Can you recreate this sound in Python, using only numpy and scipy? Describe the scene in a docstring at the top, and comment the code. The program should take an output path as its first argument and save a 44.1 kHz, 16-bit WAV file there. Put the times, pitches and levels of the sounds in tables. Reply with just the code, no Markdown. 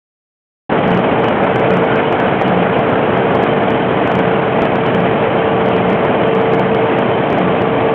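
"""A roll crusher runs empty in a workshop, heard from a few steps away by someone walking round it.
Gearboxes and motor fans roar, loose steel clatters, the motor shafts hum and whine,
and a gear drone swells as the teeth bind in each turn of the rolls.
The sound is dull and loud enough to overload the recorder: its highest crests clip and tick."""
import sys
import numpy as np
from scipy import signal
from scipy.fft import rfft, irfft
from scipy.io import wavfile
from scipy.ndimage import uniform_filter1d, minimum_filter1d

SR = 44100
rng = np.random.default_rng(int(sys.argv[2]) if len(sys.argv) > 2 else 0)


def master(y):
    """Save y as 16-bit WAV."""
    cut = np.clip(np.atleast_2d(y).T, -1, 1)
    pcm = np.round(cut * 32767)  # scale
    wavfile.write(sys.argv[1], SR, pcm.astype(np.int16))


N = 350154
T = np.arange(N) / SR
START_S, CEILING = 0.694, 0.71


def amp(db):
    """Decibels to gain."""
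    return 10 ** (np.asarray(db) / 20)


def unit_rms(x):
    """Scales to rms 1."""
    return x / np.sqrt(np.mean(x ** 2) + 1e-20)


def curve(rows):
    """Linear interpolation of time_s, value rows."""
    return np.interp(T, *np.transpose(rows))


def noise(spectrum, envelope):
    """Uneven random force coloured by freq_hz, density_db rows; rms 1."""
    hz, db = np.transpose(spectrum)
    bins_hz = np.fft.rfftfreq(N, 1 / SR)
    colour = amp(np.interp(np.log(bins_hz + 1), np.log(hz), db, right=-200))
    force = envelope * rng.standard_normal(N)
    return unit_rms(irfft(rfft(force) * colour, N))


def wander(rate_hz):
    """Random drift up to about rate_hz; rms 1."""
    bins_hz = np.fft.rfftfreq(N, 1 / SR)
    return unit_rms(irfft(rfft(rng.standard_normal(N)) / (1 + (bins_hz / rate_hz) ** 4), N))


# Gearbox and frame spectrum: freq_hz, density_db
GEARBOX_SPECTRUM = [(20, -43), (32, -30.5), (50, -23), (80, -10.5), (120, -2), (155, -4), (190, 1),
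                    (260, 0.5), (350, 0), (480, 0.64), (680, 1), (820, -3), (1000, -9.5), (1500, -20.5),
                    (3000, -44)]
# Gearbox level along the walk: time_s, level_db
GEARBOX_LEVELS = [(0.7, -16), (1.4, -15.5), (2.3, -17), (3.3, -16), (4.0, -17), (5.3, -17), (5.9, -15.5),
                  (6.3, -17), (7.94, -17)]


def gearbox_roar(rattle, gain_db, rattle_db):
    """Gears shake the frame: low, broad noise roughened by the rattle."""
    return noise(GEARBOX_SPECTRUM, amp(rattle_db * rattle)) * amp(curve(GEARBOX_LEVELS) + gain_db)


# Motor fan spectrum: freq_hz, density_db
FAN_SPECTRUM = [(200, -16.5), (700, 2), (1050, 0.6), (1300, -1.5), (1550, -2.5), (1970, -5.5), (2280, -4.5),
                (2500, -6), (2750, -10.5), (3120, -9), (3500, -19.5), (4000, -32.5), (4300, -43),
                (4700, -72)]
# Fan level along the walk, also followed by the clatter: time_s, level_db
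FAN_LEVELS = [(0.7, -22.5), (3.3, -23), (3.8, -23), (7.94, -23.5)]


def fan_rush(rattle, gain_db, rattle_db):
    """Motor fans push air: midrange noise roughened by the rattle."""
    return noise(FAN_SPECTRUM, amp(rattle_db * rattle)) * amp(curve(FAN_LEVELS) + gain_db)


# Fan cowl resonance: freq_hz, density_db
COWL_SPECTRUM = [(900, -20), (1200, -4), (1480, 0.5), (1700, -4), (2100, -18.5), (3000, -44)]
# Cowl level along the walk: time_s, rms_db
COWL_LEVELS = [(0.7, -31), (1.9, -29.5), (2.5, -29), (3.3, -27), (3.8, -33), (5.2, -34), (6.5, -38.5),
               (7.94, -41.5)]


def cowl_resonance(flutter_db, flutter_hz):
    """Cowl air flutters with turbulence; it beams from the motor ends and fades toward the side."""
    turbulence = amp(flutter_db * wander(flutter_hz))
    return noise(COWL_SPECTRUM, turbulence) * amp(curve(COWL_LEVELS))


def steel_clatter(gain_db, low_hz, high_hz, t60_s, spread_db, count):
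    """Loose steel chatters: each small tap rings briefly on one of the frame's dense modes."""
    t, taps = np.arange(SR // 8) / SR, np.zeros(N + SR)
    attack = 1 - np.exp(-(t / 0.001) ** 4)
    envelope = amp(-60 * t / t60_s) * attack
    for when, mode, size in rng.random((count, 3)):
        pitch_hz = low_hz + mode * (high_hz - low_hz)
        ring = envelope * np.sin(2 * np.pi * pitch_hz * t)
        taps[int(when * N):][:len(t)] += amp(spread_db * size) / pitch_hz * ring
    return unit_rms(taps[:N]) * amp(curve(FAN_LEVELS) + gain_db)


def shaft_tones(orders, turns, waver_db):
    """Sines locked to the shaft, each drifting in level by waver_db rms."""
    tones = np.zeros(N)
    for order, level_db in orders:
        peak = amp(level_db + waver_db * wander(1.7)) * np.sqrt(2)
        tones += peak * np.sin(2 * np.pi * (order * turns + rng.random()))
    return tones


# Steady shaft hum: shaft_order, rms_db
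HUM_ORDERS = [(4, -46.5), (5, -31.5), (6, -31), (7, -40.5), (8, -33), (9, -36.5), (10, -38.5), (11, -37),
              (16, -37.5), (21, -47), (36, -38.5)]
# Motor whine: shaft_order, level_db
WHINE_ORDERS = [(18, -22.5), (46, -38.3)]
# Whine through the hall's standing waves along the walk: time_s, gain_db
WHINE_GAINS = [(0.7, -1), (1.6, 0.6), (2.1, 0.5), (3.9, -0.5), (5.2, 0.8), (6, 3.5), (6.7, 2.8), (7.4, 2),
               (7.94, 5.5)]


def motors(shaft_hz, flutter_db, flutter_hz):
    """Unloaded induction motors hold their speed almost exactly; their whine flutters a little."""
    turns = shaft_hz * T + 0.0011 * wander(3.3)
    hum = shaft_tones(HUM_ORDERS, turns, waver_db=0.0)
    whine = shaft_tones(WHINE_ORDERS, turns, waver_db=1.3)
    return hum + whine * amp(curve(WHINE_GAINS) + flutter_db * wander(flutter_hz))


FIRST_BIND_S, ROLL_TURN_S = 0.94, 0.815
# Drone swell at the hard bind, one per roll turn: level_db
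BIND_LEVELS = [-18, -19, -17.5, -26, -23.5, -20.5, -23, -23.5, -19]


def gear_drone(pitch_hz, floor_db, swell_s, rebound_s, rebound_db):
    """Tooth contact tightens twice per roll turn, hard then lightly, so the drone swells and drifts."""
    level = amp(floor_db)
    for turn, bind_db in enumerate(BIND_LEVELS):
        since_s = T - FIRST_BIND_S - turn * ROLL_TURN_S
        bind = amp(bind_db) * np.exp(-(since_s / swell_s) ** 2)
        rebound = amp(rebound_db) * np.exp(-((since_s - rebound_s) / swell_s) ** 2)
        level = level + bind + rebound
    cycles = pitch_hz * T + 0.17 * wander(2.5)
    return level * np.sqrt(2) * np.sin(2 * np.pi * cycles)


def limiter(x, knee_db, ratio):
    """Fast gain reduction on peaks that near the ceiling."""
    over_db = np.maximum(20 * np.log10(abs(x) / CEILING + 1e-9) - knee_db, 0)
    held_db = minimum_filter1d(-over_db * (1 - 1 / ratio), size=221)
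    smooth_db = uniform_filter1d(uniform_filter1d(held_db, size=111), size=111)
    return x * amp(smooth_db)


def faint_crests(tick_db, lead_s, spread_s):
    """One weak crest per roll turn, at random near the bind; rows of time_s, tick_db."""
    binds_s = FIRST_BIND_S + ROLL_TURN_S * np.arange(len(BIND_LEVELS))
    times_s = binds_s - lead_s + spread_s * rng.standard_normal(len(binds_s))
    return [(time_s, tick_db) for time_s in times_s if START_S < time_s < T[-1] - spread_s]


# Overload crests at set times, most of them louder than the random ones: time_s, tick_db
TIMED_CRESTS = [(0.7891, -38), (0.9048, -34), (0.9158, -34), (0.9507, -37), (0.9757, -33), (0.9946, -34),
                (1.2446, -34), (1.2845, -34), (1.5584, -34), (1.7073, -34), (1.737, -31), (1.9619, -34),
                (2.1236, -36), (2.2024, -34.5), (2.4244, -35.5), (2.4823, -30), (2.7896, -36), (3.3528, -32),
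                (3.4431, -37), (3.704, -36), (4.1154, -34), (4.1574, -32), (4.1909, -34), (4.6171, -31),
                (4.6588, -31.5), (4.7556, -34), (4.8648, -34.5), (4.9472, -35), (5.6624, -34.5),
                (5.7633, -32.5), (5.9339, -35), (6.0506, -33.5), (6.3485, -37), (6.4168, -37), (6.54, -33),
                (6.5995, -33), (6.7451, -31), (6.9874, -37.5), (7.3008, -34.5), (7.3302, -36.5),
                (7.6236, -29.5)]


def overload_crests(x, overshoot_db):
    """The level surges for a few milliseconds, so the tallest wave there tops the ceiling."""
    half = SR // 250  # 4 ms
    surge, gain = np.hanning(2 * half + 1) ** 2, np.ones(N)
    for time_s, tick_db in list(TIMED_CRESTS) + faint_crests(tick_db=-37, lead_s=0.04, spread_s=0.08):
        first = round(time_s * SR) - half
        top = first + np.argmax(abs(x[first:first + 2 * half]))
        height = CEILING * (1 + amp(tick_db + overshoot_db))
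        gain[top - half:top + half + 1] += surge * (height / abs(x[top]) - 1)
    return x * gain


def scene():
    """The whole crusher, mono; gearboxes and fans share one fast rattle."""
    rattle = wander(rate_hz=73)
    mix = gearbox_roar(rattle, gain_db=2.0, rattle_db=1.0)
    mix += fan_rush(rattle, gain_db=1.23, rattle_db=1.41)
    mix += cowl_resonance(flutter_db=3.8, flutter_hz=15)
    mix += steel_clatter(gain_db=-11.0, low_hz=1496.5, high_hz=3185, t60_s=0.086, spread_db=17, count=900)
    mix += motors(shaft_hz=24.978, flutter_db=1.0, flutter_hz=9)
    mix += gear_drone(pitch_hz=182.9, floor_db=-34, swell_s=0.075, rebound_s=0.54, rebound_db=-28.5)
    return mix[None]


def record(dry):
    """Cuts in, limits the peaks, raises crests that clip and tick, then low-passes."""
    opened = dry[0] * np.clip((T - START_S) / 0.0038, 0, 1)
    limited = limiter(opened, knee_db=-0.48, ratio=3.7)
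    clipped = np.clip(overload_crests(limited, overshoot_db=16.5), -CEILING, CEILING)
    lowpass = signal.firwin(511, cutoff=15900, window=("kaiser", 9), fs=SR)
    return signal.oaconvolve(clipped, lowpass, "same")[None]


dry = scene()
out = record(dry)
master(out)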